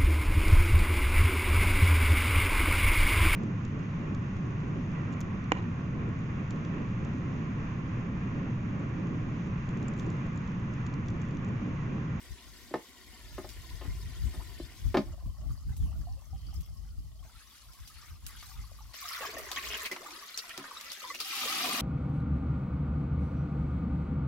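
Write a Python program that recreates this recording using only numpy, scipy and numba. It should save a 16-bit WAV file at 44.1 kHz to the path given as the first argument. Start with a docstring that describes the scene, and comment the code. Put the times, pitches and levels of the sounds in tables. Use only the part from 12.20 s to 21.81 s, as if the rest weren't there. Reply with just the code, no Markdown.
"""Water from a hose patters on a bamboo floor; someone walks in, sets down a pot of rice and rinses it.
The stream is a cloud of droplet clicks and ringing bubbles, heard first from the doorway, then from close by,
where hands splash and the tilted pot spills onto the hollow slats. Knocks excite the damped modes of the slats.
Low-frequency noise is the breeze buffeting the microphone ports, over a faint hiss of distant air."""
import sys
import numpy as np
from scipy import signal
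from scipy.fft import rfft, irfft
from scipy.io import wavfile
from scipy.ndimage import uniform_filter1d, map_coordinates
from numba import njit

SR = 44100
rng = np.random.default_rng(int(sys.argv[2]) if len(sys.argv) > 2 else 0)


def master_out(mix):
    """Clip the mix to full scale and print it as 16-bit PCM to the path in sys.argv[1]."""
    frames = np.transpose(np.atleast_2d(mix))
    ceiling = np.clip(frames, -1, 1)
    pcm = np.round(ceiling * 32767).astype(np.int16)
    wavfile.write(sys.argv[1], SR, pcm)


N = 423801
TIME = np.arange(N) / SR  # [s]

# Response of the slats to light drumming: (frequency [Hz], gain [dB])
LIGHT_DRUM = [(150, -16), (270, -15), (385, 6), (500, -15.5), (620, -1), (800, -10), (1500, -60)]


def stream(table, tone, drum_tone=None, click_rate=3000, bubble_rate=300, thud_rate=320, fizz_db=0.2,
           scatter_db=6, spray_db=0, bubble_db=0, drum_db=0, surge_db=1, surge_hz=16, lowest_hz=600,
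           cycles=23, rocking=.08, close=False):
    """Superposed impacts: droplets crackle, bubbles resonate and thuds drum; rates per second, dB trims the table."""
    treble, middle, bass = (3000, 15000), (700, 2500), (220, 600)  # levelling bands [Hz]
    wet_db, spread = (-2, 5) if close else (1, 1.5)  # scatter [dB], lag between microphones [samples]
    span = (TIME > table[0][0] - .004) & (TIME < table[-1][0] + .004)
    n = int(span.sum())
    # each column surges on its own
    gain = [(g * undb(surge_db * wander(surge_hz)))[span] for g in gains(table)]

    clicks = steady(cloud(n, click_rate, 2200, 16000, 3, scatter_db, spread, 0), treble)
    fizz = steady(cloud(n, click_rate / 6, 1900, 9000, 24, scatter_db, spread, .2), treble)
    # small drops make no long waves, so the middle range belongs to the bubbles
    high_pass = signal.butter(2, 1700, "high", fs=SR, output="sos")
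    drops = signal.sosfilt(high_pass, clicks + undb(fizz_db) * fizz)
    spray = steady(sway(colour(stall(drops, wet_db), tone), .05), treble)
    spray *= undb(np.array([[.7], [-.7]]))  # a little stronger on the left

    bubbles = cloud(n, bubble_rate, lowest_hz, 3000, cycles, 5.5, spread, .25)
    bubbles = steady(sway(colour(stall(bubbles, wet_db), tone), rocking), middle, size=3000)
    sound = undb(spray_db) * gain[0] * spray + undb(bubble_db) * gain[1] * bubbles
    if drum_tone is not None:
        thuds = stall(cloud(n, thud_rate, 200.6, 707, 8.7, 6.3, 8.9, 0.066), -0.81)
        drumming = steady(sway(colour(thuds, drum_tone), rocking), bass, size=3000)
        sound += undb(drum_db) * gain[-1] * drumming
    out = np.zeros((2, N))
    out[:, span] = sound
    return out


def floor_stream():
    """Impact noise on bare slats, from the doorway; it dies away as the pot slides under."""
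    # Common course before the trims: (time [s], level [dB])
    course = [(0.0, -58), (0.7, -58.5), (1.4, -56.5), (2.25, -56), (2.68, -59.5), (2.87, -64), (3.08, -90)]
    # Colour of the water, then of its drumming: (frequency [Hz], gain [dB])
    tone = [(250, -39), (450, 4), (680, -9.5), (1000, -3.5), (1550, -7), (2050, -0.5), (2550, -7.5),
            (3000, -2.5), (5000, -0.5), (8800, -7.5), (11500, -0.5), (15500, -6)]
    drum = [(200, -18), (345, -3.5), (470, -24.5), (800, -52), (1500, -41)]
    return stream(one_level(course), tone, drum, click_rate=7800, bubble_rate=2200, cycles=11.3,
                  rocking=.025, scatter_db=3.0, spray_db=-3.0, bubble_db=-5.0, drum_db=-8.0, surge_db=1.0)


def pot_stream():
    """Bubble resonance coloured by the filling pot, from the doorway."""
    # Course before the trims: (time [s], spray level [dB], bubbling level [dB])
    course = [(2.86, -70.5, -61.5), (3.55, -68, -66), (3.95, -67, -66.5), (4.45, -64, -68),
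              (4.8, -70, -75.5), (5.03, -70, -74)]
    # Colour of the water in the pot: (frequency [Hz], gain [dB])
    tone = [(300, -33), (520, -3.5), (780, 6), (950, -8.5), (1150, 9.5), (1550, -16), (2000, -6.5),
            (2400, -39), (3050, -7.5), (3500, -23.5), (4700, -7.5), (8800, -20.5), (11500, -10),
            (15500, -23)]
    return stream(course, tone, click_rate=3000, bubble_rate=280, scatter_db=9, spray_db=-3,
                  bubble_db=-4.5, surge_db=2.0, lowest_hz=521, cycles=18, rocking=.12)


def stirring():
    """Agitated water entrains ringing bubbles as the rice is stirred in two rounds."""
    # Common course before the trims: (time [s], level [dB])
    course = [(5.03, -63.5), (5.5, -60.5), (5.85, -57.5), (6.0, -66.5), (6.1, -58), (6.3, -55), (6.62, -63),
              (6.74, -59.5)]
    # Colour of the stirred water: (frequency [Hz], gain [dB])
    tone = [(300, -8), (550, -24), (850, -8.5), (1150, 3), (1600, -6.5), (2000, -2.5), (2400, -9),
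            (3100, -5.5), (4800, -3), (8800, -9), (11500, -0.5), (15500, -9.5)]
    return stream(one_level(course), tone, click_rate=4200, bubble_rate=460, scatter_db=2.0,
                  spray_db=-2.5, bubble_db=-6.0, surge_db=1.5, cycles=26)


def hands_stream():
    """Impact and bubble noise close by, as the stream runs over the hands and drums on the slats."""
    # Course before the trims: (time [s], spray level [dB], bubbling level [dB], drumming level [dB])
    course = [(6.74, -49, -58, -83), (6.95, -42, -42, -77), (7.03, -43.5, -39, -59),
              (7.08, -46, -44.5, -49), (7.24, -51.5, -46.5, -53), (7.38, -45, -44, -61),
              (7.48, -42.5, -43.5, -52), (7.65, -43.5, -42, -56), (7.7, -59, -52, -78)]
    # Colour of the water over the hands: (frequency [Hz], gain [dB])
    tone = [(250, -39), (600, -9), (820, -23.5), (1130, 4), (1500, -6), (2000, 0.5), (2400, -8.5),
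            (2900, -7), (4500, -5.5), (8800, -15.5), (11500, -7), (15500, -9.5)]
    return stream(course, tone, LIGHT_DRUM, click_rate=2400, bubble_rate=800, fizz_db=0.5, cycles=19.5,
                  rocking=.08, scatter_db=3.5, spray_db=-4.5, bubble_db=-6, drum_db=-2.5, surge_db=1,
                  close=True)


def brimming_stream():
    """Bubble resonance in the brimming pot, close by; the overflow excites the slats."""
    # Course before the trims: (time [s], spray level [dB], bubbling level [dB], drumming level [dB])
    course = [(7.7, -56.5, -48, -54.5), (7.95, -51, -46.5, -55), (8.12, -52, -52, -73.5),
              (8.4, -54.5, -44.5, -69), (8.73, -50.5, -51, -68.5), (8.9, -48.5, -48, -56),
              (8.99, -54, -61, -60)]
    # Colour of the water at the brim: (frequency [Hz], gain [dB])
    tone = [(250, -12), (550, -7.5), (780, -16), (1200, 3.5), (1550, -6.5), (2000, -3), (2500, -11.5),
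            (3600, -7), (4300, -7.5), (5800, -9), (8800, -16.5), (11500, -9), (15500, -15)]
    return stream(course, tone, LIGHT_DRUM, click_rate=3300, bubble_rate=900, scatter_db=2.0,
                  spray_db=-2.5, bubble_db=-7.5, drum_db=-5, surge_db=0.1, lowest_hz=487, cycles=24,
                  rocking=0.11, close=True)


def spill():
    """Dense superposition of impacts: a sheet of drops falls from the tilted pot onto the slats."""
    # Colour of the sheet, then of its heavy drumming: (frequency [Hz], gain [dB])
    tone = [(250, -27), (500, -19), (750, -1), (900, -11), (1200, 4.5), (1600, -6.5), (2000, -6.5),
            (3000, -5), (4500, -7), (8800, -15), (12000, -8.5), (15500, -11.5)]
    drum = [(100, -24), (200, -12.5), (290, -3), (400, -9), (500, -21.5), (800, -2), (1500, -33)]
    return stream(tipping(), tone, drum, click_rate=13500, bubble_rate=1600, thud_rate=450, fizz_db=-1,
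                  cycles=16, rocking=.1, scatter_db=5, spray_db=-4, bubble_db=-3.5, drum_db=1.5,
                  surge_db=0.26, close=True)


def tipping(start_s=8.99, end_s=9.61):
    """Growing flow: spray rises fastest, then bubbling, then drumming, each easing toward its full level."""
    # Rows spray, bubbling, drumming, before the trims: (first level [dB], full level [dB], rise time [s])
    swell = [(-48, -35, 0.28), (-58.5, -38, 0.39), (-73.5, -44, 0.93)]
    s = np.linspace(start_s, end_s, 64)
    columns = [s]
    for first, full, rise in swell:
        remaining = np.maximum(1 - (s - start_s) / rise, 0) ** 2
        columns.append(full + (first - full) * remaining)
    return np.column_stack(columns)


def sloshes(cycles=20, scatter_db=3, bubbles_per_s=150, min_count=10):
    """Air entrainment: a hand stroke or surge folds air under; the run of bubbles drifts in pitch."""
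    # Runs: (time [s], length [s], level before scattering [dB], first pitch [Hz], last pitch [Hz],
    # pitch scatter [natural-log units])
    runs = [(2.192, 0.025, -52.5, 734, 1180, 0.05), (3.293, 0.032, -64, 1150, 1250, 0),
            (4.148, 0.49, -73.5, 2880, 3120, 0), (5.037, 0.088, -69, 700, 940, 0.05),
            (5.198, 0.021, -63, 1310, 1650, 0), (5.831, 0.071, -64.5, 1750, 2200, 0.06),
            (6.067, 0.073, -64, 1290, 2200, 0.24), (6.743, 0.049, -60, 1610, 2310, 0),
            (7.004, 0.076, -49.5, 800, 1490, 0.31), (7.128, 0.12, -53, 522, 1240, 0.42),
            (7.309, 0.026, -47.5, 730, 1510, 0.02), (7.358, 0.033, -39.5, 3080, 2360, 0.11),
            (7.43, 0.051, -45, 2400, 3030, 0.16), (7.502, 0.058, -40, 2440, 3130, 0.21),
            (7.649, 0.021, -37.5, 3130, 3370, 0.23), (7.717, 0.021, -46.5, 2070, 2300, 0.07),
            (7.801, 0.056, -56, 440, 920, 0.02), (8.174, 0.023, -40.5, 6100, 4550, 0.12),
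            (8.294, 0.024, -49, 2870, 2560, 0), (8.437, 0.033, -51.5, 1410, 1700, 0),
            (8.626, 0.067, -55.5, 2680, 2320, 0.06), (8.699, 0.017, -46, 3970, 3900, 0.03),
            (8.94, 0.024, -46, 2400, 2540, 0), (8.999, 0.024, -39, 4470, 4120, 0.05),
            (9.217, 0.05, -47.5, 1370, 500, 0.35), (9.438, 0.057, -47.5, 645, 265, 0.21)]
    out = np.zeros((2, N))
    for s, length, db, first_hz, last_hz, pitch_spread in runs:
        count = max(min_count, int(bubbles_per_s * length))
        progress = (np.arange(count) + rng.random(count)) / count
        pitch, weight, place = rng.standard_normal((count, 3)).T
        hz = first_hz * (last_hz / first_hz) ** progress * np.exp(pitch_spread * pitch)
        size = undb(scatter_db * weight)
        run = ring(progress * length * SR, hz, np.full(count, float(cycles)), size, 4 * place, 0.52, SR // 3)
        add(out, s, undb(db) * run / np.sqrt(np.sum(run ** 2) / (2 * length * SR)))
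    return stall(out, -1.5)


def plops(attack_s=0.00067, wobble_hz=90):
    """Bubble resonance: a pinched-off air pocket slides up near the surface, or down as it is pushed under."""
    # Bubbles: (time [s], amplitude before attack and decay [dB], pitch [Hz], slide [Hz/s], t60 [s])
    bubbles = [(3.87, -46, 715, 1500, 0.14), (4.13, -49, 750, 2500, 0.086), (5.027, -55, 1055, -500, 0.08),
               (5.826, -50.5, 1140, 2000, .05), (6.101, -51.5, 1127, 1900, .06),
               (6.153, -48.5, 1520, -3000, 0.046), (6.228, -47.5, 1180, 500, 0.059),
               (6.313, -50, 1184, -3000, 0.045), (6.44, -51, 1110, -2200, .09),
               (6.516, -46, 614, 3000, 0.03), (6.588, -47, 1190, -4000, 0.039),
               (6.606, -47.5, 905, -1200, 0.049), (6.823, -40.5, 1096, -1500, 0.11),
               (6.84, -53, 720, -1500, 0.24), (6.852, -39, 1280, 3000, 0.14),
               (6.907, -39, 1055, 3898, 0.074), (6.912, -37, 1350, -1800, 0.085),
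               (6.967, -35, 1420, -1900, .06), (7.007, -39.5, 515, 3000, 0.083),
               (7.013, -41, 1124, -2200, .1), (7.023, -41, 865, 4500, 0.066),
               (7.032, -34, 1670, -1200, 0.05), (7.048, -36, 1110, -1500, 0.093),
               (7.067, -33, 1660, 600, 0.041), (7.148, -47, 1100, 802, .15), (7.166, -41, 1890, 1600, 0.11),
               (7.169, -33, 616, 2500, 0.046), (7.199, -41, 626, 1200, 0.048),
               (7.367, -37, 1092, 700, 0.18), (7.373, -30.5, 1920, 3000, 0.054),
               (7.713, -27.5, 1970, 7002, 0.04), (7.861, -38.5, 1237, -800, 0.073),
               (8.023, -46.5, 1087, 1000, 0.11), (8.143, -33.5, 4240, 9000, .03),
               (8.175, -20, 5600, -9000, 0.013), (8.189, -28, 4340, 0, 0.016), (8.24, -42, 1020, 0, .04),
               (8.309, -38, 1860, 5000, 0.04), (8.452, -40, 1220, 3500, 0.053),
               (8.511, -37, 1186, -4500, 0.07), (8.566, -37.5, 1280, 800, 0.062),
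               (8.571, -31.5, 3940, 0, 0.024), (8.661, -45, 2010, 500, 0.1),
               (8.818, -40, 1260, -2500, 0.067), (8.841, -35.5, 1072, -2000, 0.13),
               (8.902, -33.5, 1140, -3000, 0.058), (8.901, -36, 2076, -6500, 0.076),
               (9.01, -36.5, 1290, -4000, 0.053), (9.132, -35.5, 1095, 3900, 0.064)]
    out, t = np.zeros((2, N)), np.arange(SR // 4) / SR
    for s, db, hz, slide, t60 in bubbles:
        wobble = .035 * wander(wobble_hz, len(t))
        phase = 2 * np.pi * np.cumsum(hz * (1 + wobble) + slide * t) / SR
        tone = np.sin(phase) * fade(t, t60) * (1 - np.exp(-t / attack_s))
        add(out, s, undb(db) * np.array([tone, tone]))
    return stall(out, -3.0)


def splats(body_t60=0.052, splash_t60=0.11, spray_t60=0.15, grain_db=3, smack_t60=0.0084, hump_db=7.5):
    """Impact then break-up: a slap of water smacks and bursts into a quickly thinning shower of droplets."""
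    # Slaps: (time [s], level before the trim [dB], tilt of the outer bands about it [dB],
    # first smack [multiple of the shower])
    slaps = [(1.29, -53, 3.5, 0), (3.566, -64, 14, 1), (4.341, -64.5, 11, 1), (4.407, -64, 11, 1),
             (5.533, -63, 7, .5), (5.674, -55.5, 6, 0), (6.065, -51, 12.5, 2), (6.226, -58, -7, 1),
             (6.741, -53, -5, .5), (7.183, -50.5, 10, .5), (7.3155, -40, 1, 2), (7.36, -49.5, -3, 1.5),
             (7.657, -46, 6, 0), (7.715, -44.5, 2.5, .5), (7.763, -56, -18.5, 1.5), (7.907, -55, -3, 2),
             (8.1752, -46, 8, 2.5), (8.2932, -52, 2, 2.5), (8.3765, -44.5, 0.5, 5), (8.6107, -49.5, 5, 3),
             (8.716, -44, 2, 0), (8.946, -47, 2, 0), (9.0022, -41, 4.5, 1)]
    trim_db = -5.0
    out, t = np.zeros((2, N)), np.arange(SR // 6) / SR
    bands = [(600, 2500), (2500, 6600), (6600, 15500)]  # [Hz]
    t60s, widths = (body_t60, splash_t60, spray_t60), (.5, .8, 1)
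    for s, level_db, bright_db, smack in slaps:
        levels = level_db + np.array([-bright_db, hump_db, bright_db])
        # grain holds each random level for 24 samples
        grain = undb(grain_db * np.repeat(rng.standard_normal(len(t)), 24)[:len(t)])
        for db, band, t60, width in zip(levels, bands, t60s, widths):
            envelope = grain * fade(t, t60) + smack * fade(t, smack_t60)
            mid, side = rng.standard_normal((2, len(t))) * envelope
            band_pass = signal.butter(3, band, "band", fs=SR, output="sos")
            burst = signal.sosfilt(band_pass, [mid + width * side, mid - width * side])
            add(out, s, undb(db + trim_db) * burst / burst[:, :SR // 80].std())
    return out


def whistle(half_width_hz=130, overtone=2.0, overtone_db=-4):
    """Narrow-band resonance: the spray excites two tones that slide down as the hose is moved."""
    # Course of the lower tone: (time [s], pitch [Hz], level before scattering [dB])
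    course = [(3.3, 4800, -75), (3.4, 4860, -85), (3.5, 4810, -79), (3.57, 4030, -79), (3.64, 3140, -69),
              (3.7, 2730, -76), (3.76, 2600, -86)]
    s, hz, db = np.transpose(course)
    phase = 2 * np.pi * np.cumsum(np.interp(TIME, s, hz)) / SR
    low_pass = signal.butter(2, half_width_hz, fs=SR, output="sos")
    grain = signal.sosfilt(low_pass, rng.standard_normal((4, N)))
    # slow complex noise gives each tone its width
    low, high = (grain[:2] + 1j * grain[2:]) / grain.std()
    upper = undb(overtone_db) * high * np.exp(1j * overtone * phase)
    tone = np.real(low * np.exp(1j * phase) + upper)
    return stall(np.array([tone, tone]) * np.interp(TIME, s, undb(db), left=0, right=0), -1)


def knocks(crack_t60=0.095, crack_db=-3, spot_db=7.5, spot_width=0.12):
    """Modal excitation: sandals and the pot ring the slats; each spot favours modes near its own pitch."""
    # Blows: (time [s], level before scattering [dB], brightness of contact [Hz], gain at 220 Hz [dB],
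    # gain an octave above the brightness [dB], ring time [multiple of the slats' own],
    # favoured pitch [Hz], contact time [s])
    blows = [(0.508, -44.5, 450, -1, -14, 0.54, 307, 0.0018),
             (0.539, -28.5, 1820, -5.5, -5, 0.43, 450, 0.00076),
             (0.554, -36, 1200, 5, -3, .5, 830, 0.00091), (1.18, -38, 1780, 1.5, -15, .9, 395, 0.00061),
             (1.243, -45, 750, -10, -3, 0.64, 590, 0.0025), (1.611, -46, 1490, -9, 8, 1.4, 1060, 0.0027),
             (1.647, -47, 900, 5, 6, 0.6, 275, .006), (2.048, -42.5, 400, 28, -12, 0.79, 142, .001),
             (2.136, -50, 905, 6, 3, 1.6, 480, .002), (2.398, -38.5, 450, 5.5, -9, 0.29, 343, 0.00088),
             (2.7428, -23.5, 1400, 1, -5, 1.01, 370, 0.00082),
             (2.7697, -23, 3600, 4.5, -10, 0.64, 287, 0.00043),
             (2.785, -25.5, 400, 3, -19, 0.51, 211, 0.0023), (7.713, -43, 3000, -2, -7, 1.1, 380, 0.00078),
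             (8.377, -44.5, 2500, 4.5, -2, 0.57, 380, .0007), (8.392, -47.5, 400, 12.5, -7, 1.1, 275, .002)]
    # Modes of the bamboo floor: (frequency [Hz], level [dB], t60 [s])
    slats = [(145, -6.5, 0.11), (206, -5, 0.176), (279, 1, 0.16), (343, 0.5, 0.3), (377, 3, 0.1),
             (473, -5, 0.064), (539, -7.5, 0.11), (573, -2, 0.072), (626, -8.5, 0.17), (860, -2.5, 0.097),
             (1048, -1.5, 0.086), (1244, -3.5, 0.089), (1790, -2.5, 0.079), (2140, -14, 0.041)]
    crack_colour = [(100, -10.5), (350, 4), (590, 15.5), (870, 7.5), (1400, 1.5), (2000, 1),
                    (3300, -5.0), (5200, -2), (8000, -16)]  # (frequency [Hz], gain [dB])
    out, t = np.zeros((2, N)), np.arange(SR // 3) / SR
    mode_hz, mode_db, mode_t60 = np.transpose(slats)
    for s, db, hz, weight_db, fall_db, ringing, spot_hz, contact_s in blows:
        favour = np.exp(-(np.log(mode_hz / spot_hz) / spot_width) ** 2)
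        sizes = undb(mode_db + spot_db * favour)
        body = np.zeros(len(t))
        for k in range(len(slats)):
            mode = sizes[k] * fade(t, mode_t60[k] * ringing) * np.sin(2 * np.pi * mode_hz[k] * t)
            body += (-1) ** k * mode  # neighbouring modes swing against each other
        # the slats chatter against their joists
        crack = rng.standard_normal(len(t)) * fade(t, crack_t60 * ringing)
        crack = colour(crack[None], crack_colour)
        blow = body / np.linalg.norm(body) + undb(crack_db) * crack / np.linalg.norm(crack)
        bright_hz = max(hz, 390)
        contact = [(220, weight_db), (380, 0), (bright_hz, 0), (bright_hz * 2, fall_db), (bright_hz * 4, -15)]
        blow = colour(blow * (1 - np.exp(-t / contact_s)), contact)
        add(out, s, undb(db) * np.repeat(blow, 2, 0) / blow[:, :SR // 70].std())
    return stall(out, -6.5, t60=0.18, wide_hz=690)


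def wind(brightening=0.26):
    """Turbulence: eddies buffet each port on its own, the left harder; strong gusts shed smaller eddies."""
    # Colour of the eddies: (frequency [Hz], gain [dB])
    tone = [(15, -33), (30, -16), (52, 6.5), (95, -4.5), (140, -11), (200, -23), (300, -29.5), (450, -46),
            (900, -58)]
    gust = wind_strength()
    eddies = colour(rng.standard_normal((2, N)), tone, size=16384) * undb(np.array([[1.7], [-1.7]]))
    eddies = steady(eddies, (20, 170))
    large = signal.sosfiltfilt(signal.butter(2, 110, fs=SR, output="sos"), eddies)
    return gust * (large + (gust / undb(-40.0)) ** brightening * (eddies - large))


def wind_strength(buffet_hz=18, buffet_db=4):
    """Power addition: smooth gust humps join a slow breeze that buffets at random."""
    # Breeze between the gusts, before buffeting: (time [s], level [dB])
    calm = [(0.0, -57.5), (0.75, -67), (1.0, -52), (1.6, -44.5), (1.95, -40.5), (2.55, -52.5), (3.1, -42.5),
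            (3.6, -36), (3.98, -51), (4.4, -44), (5.0, -49.5), (5.3, -62), (5.7, -58.5), (6.15, -52),
            (6.7, -51), (6.75, -66), (7.55, -61.5), (7.75, -77.5), (9.0, -78), (9.6, -67)]
    # Gusts that stand out: (time of crest [s], width between 1/e points [s], level at crest [dB])
    crests = [(0.117, 0.054, -43), (1.252, 0.038, -44), (1.69, 0.05, -34), (2.069, 0.075, -34),
              (2.186, 0.045, -35.5), (2.44, 0.046, -41.5), (2.676, 0.092, -31.5), (3.062, 0.072, -36),
              (3.315, 0.043, -37), (3.506, 0.038, -36), (3.647, 0.11, -33.5), (4.267, 0.088, -40),
              (4.408, 0.04, -38.5), (4.794, 0.033, -40), (7.484, 0.088, -49.5)]
    breeze = gains(calm)[0] * undb(buffet_db * wander(buffet_hz))
    humps = [undb(db) * np.exp(-(2 * (TIME - s) / length) ** 2) for s, length, db in crests]
    return np.sqrt(breeze ** 2 + np.sum(np.square(humps), axis=0))


def air(wide_hz=1300):
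    """Diffuse field: the smooth hiss of the open hillside, whose long waves reach both microphones alike."""
    # Colour of distant air: (frequency [Hz], gain [dB])
    tone = [(100, -20.5), (220, 2), (462, -11), (715, -9.5), (1150, -17), (1560, -26), (2400, -17),
            (4500, -12), (15500, -18.5)]
    mid, side = rng.standard_normal((2, N))
    side = signal.sosfilt(signal.butter(1, wide_hz, "high", fs=SR, output="sos"), side)
    hiss = colour(np.array([mid + side, mid - side]), tone)
    return undb(-66.5) * hiss / hiss.std()


def cloud(n, rate, lo_hz, hi_hz, cycles, scatter_db, spread, glide):
    """Random arrivals of droplets or bubbles, rate per second; spread scales their lag between microphones."""
    start = np.flatnonzero(rng.random(n) < rate / SR).astype(float)
    pitch, length, weight, place = rng.standard_normal((len(start), 4)).T
    hz = lo_hz * (hi_hz / lo_hz) ** (.5 + .5 * np.tanh(.85 * pitch))
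    size = hz * undb(scatter_db * np.minimum(weight, 2))
    return ring(start, hz, cycles * np.exp(0.743 * length), size, spread * place + 1, float(glide), n)


@njit
def ring(start, hz, cycles, size, lag, glide, n):
    """Damped oscillation: decaying sines that rise in pitch, each with its own lag between microphones."""
    out = np.zeros((2, n))
    for k in range(len(start)):
        life = cycles[k] * SR / hz[k]
        for c in range(2):
            onset = start[k] + (c - .5) * lag[k]
            for i in range(max(int(onset) + 1, 0), min(int(onset + life), n)):
                u = (i - onset) / life
                phase = 2 * np.pi * cycles[k] * u * (1 + glide * u / 2)
                out[c, i] += size[k] * np.exp(-6 * u) * np.sin(phase)
    return out


def sway(x, depth, sway_hz=11):
    """Time warping: the rocking water slides all pitches and resonances up and down by a share depth."""
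    place = np.cumsum(np.exp(depth * wander(sway_hz)[:x.shape[1]]))
    return np.array([map_coordinates(side, [place], order=3, mode="mirror") for side in x])


def stall(x, wet_db, t60=0.066, wide_hz=1300):
    """Scattering off the bamboo walls; long waves reach both microphones alike."""
    t = np.arange(SR // 4) / SR
    mid, side = rng.standard_normal((2, len(t))) * fade(t, t60) * (t > .002)
    side = signal.sosfilt(signal.butter(1, wide_hz, "high", fs=SR, output="sos"), side)
    echo = np.array([mid + side, mid - side]) / np.sqrt(2 * np.sum(mid ** 2))
    return x + undb(wet_db) * signal.fftconvolve(x, echo, axes=1)[:, :x.shape[1]]


def colour(x, points, size=4096):
    """Minimum-phase (causal) filter through (frequency [Hz], gain [dB]) points."""
    hz, db = np.transpose(points)
    grid_hz = np.linspace(1, SR / 2, size // 2 + 1)
    log_gain = np.log(undb(np.interp(np.log(grid_hz), np.log(hz), db)))
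    # folding the cepstrum makes the filter causal
    cepstrum = irfft(log_gain)[:size // 2]
    cepstrum[1:] *= 2
    response = irfft(np.exp(rfft(cepstrum, size)))
    return signal.fftconvolve(x, response[None], axes=1)[:, :x.shape[1]]


def steady(x, band, size=6000):
    """Running power normalisation in a band: slow swells are evened out and the fine grain kept."""
    mid = signal.sosfiltfilt(signal.butter(2, band, "band", fs=SR, output="sos"), x.mean(0))
    power = uniform_filter1d(uniform_filter1d(mid ** 2, size), size // 2)
    return x / np.sqrt(power + 1e-18)


def wander(rate, size=N):
    """Interpolated noise: smooth random motion with a spread near 1, turning rate times a second."""
    turns = rng.standard_normal(1024)
    return map_coordinates(turns, [TIME[:size] * rate], order=3, mode="wrap")


def one_level(table):
    """Common envelope: spray, bubbling and drumming all follow the same level."""
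    return [(s, db, db, db) for s, db in table]


def gains(table):
    """Logarithmic interpolation: each dB column of a course becomes a gain per sample."""
    s, *columns = np.transpose(table)
    return [undb(np.interp(TIME, s, c)) for c in columns]


def undb(db):
    """Logarithmic level: decibels to amplitude gain."""
    return 10 ** (np.asarray(db) / 20)


def fade(t, t60):
    """Exponential decay by 60 dB in t60 seconds."""
    return np.exp(-np.log(1000) * t / max(t60, 1e-3))


def add(out, s, sound):
    """Superposition: mix a stereo sound in at time s [s]."""
    i = int(s * SR)
    out[:, i:i + sound.shape[1]] += sound[:, :N - i]


def scene():
    """Superposition of water, footsteps and weather."""
    water = floor_stream() + pot_stream() + stirring() + hands_stream() + brimming_stream() + spill()
    return water + sloshes() + plops() + splats() + whistle() + knocks() + wind() + air()


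def record(dry, right_lag=0.92, top_hz=15800):
    """Port response: each side has its own colour, the right lags by some samples, and the top is cut."""
    # Balance of the ports: (frequency [Hz], left over right [dB])
    balance = [(500, 0.5), (1200, -0.5), (2500, 0.5), (5000, 2), (9000, -3), (15000, 1)]
    left = colour(dry[:1], [(hz, db / 2) for hz, db in balance])[0]
    right = colour(dry[1:], [(hz, -db / 2) for hz, db in balance])[0]
    right = map_coordinates(right, [np.arange(N) - right_lag], order=5)
    return signal.sosfilt(signal.ellip(10, .2, 70, top_hz, fs=SR, output="sos"), [left, right])


dry = scene()
out = record(dry)
master_out(out)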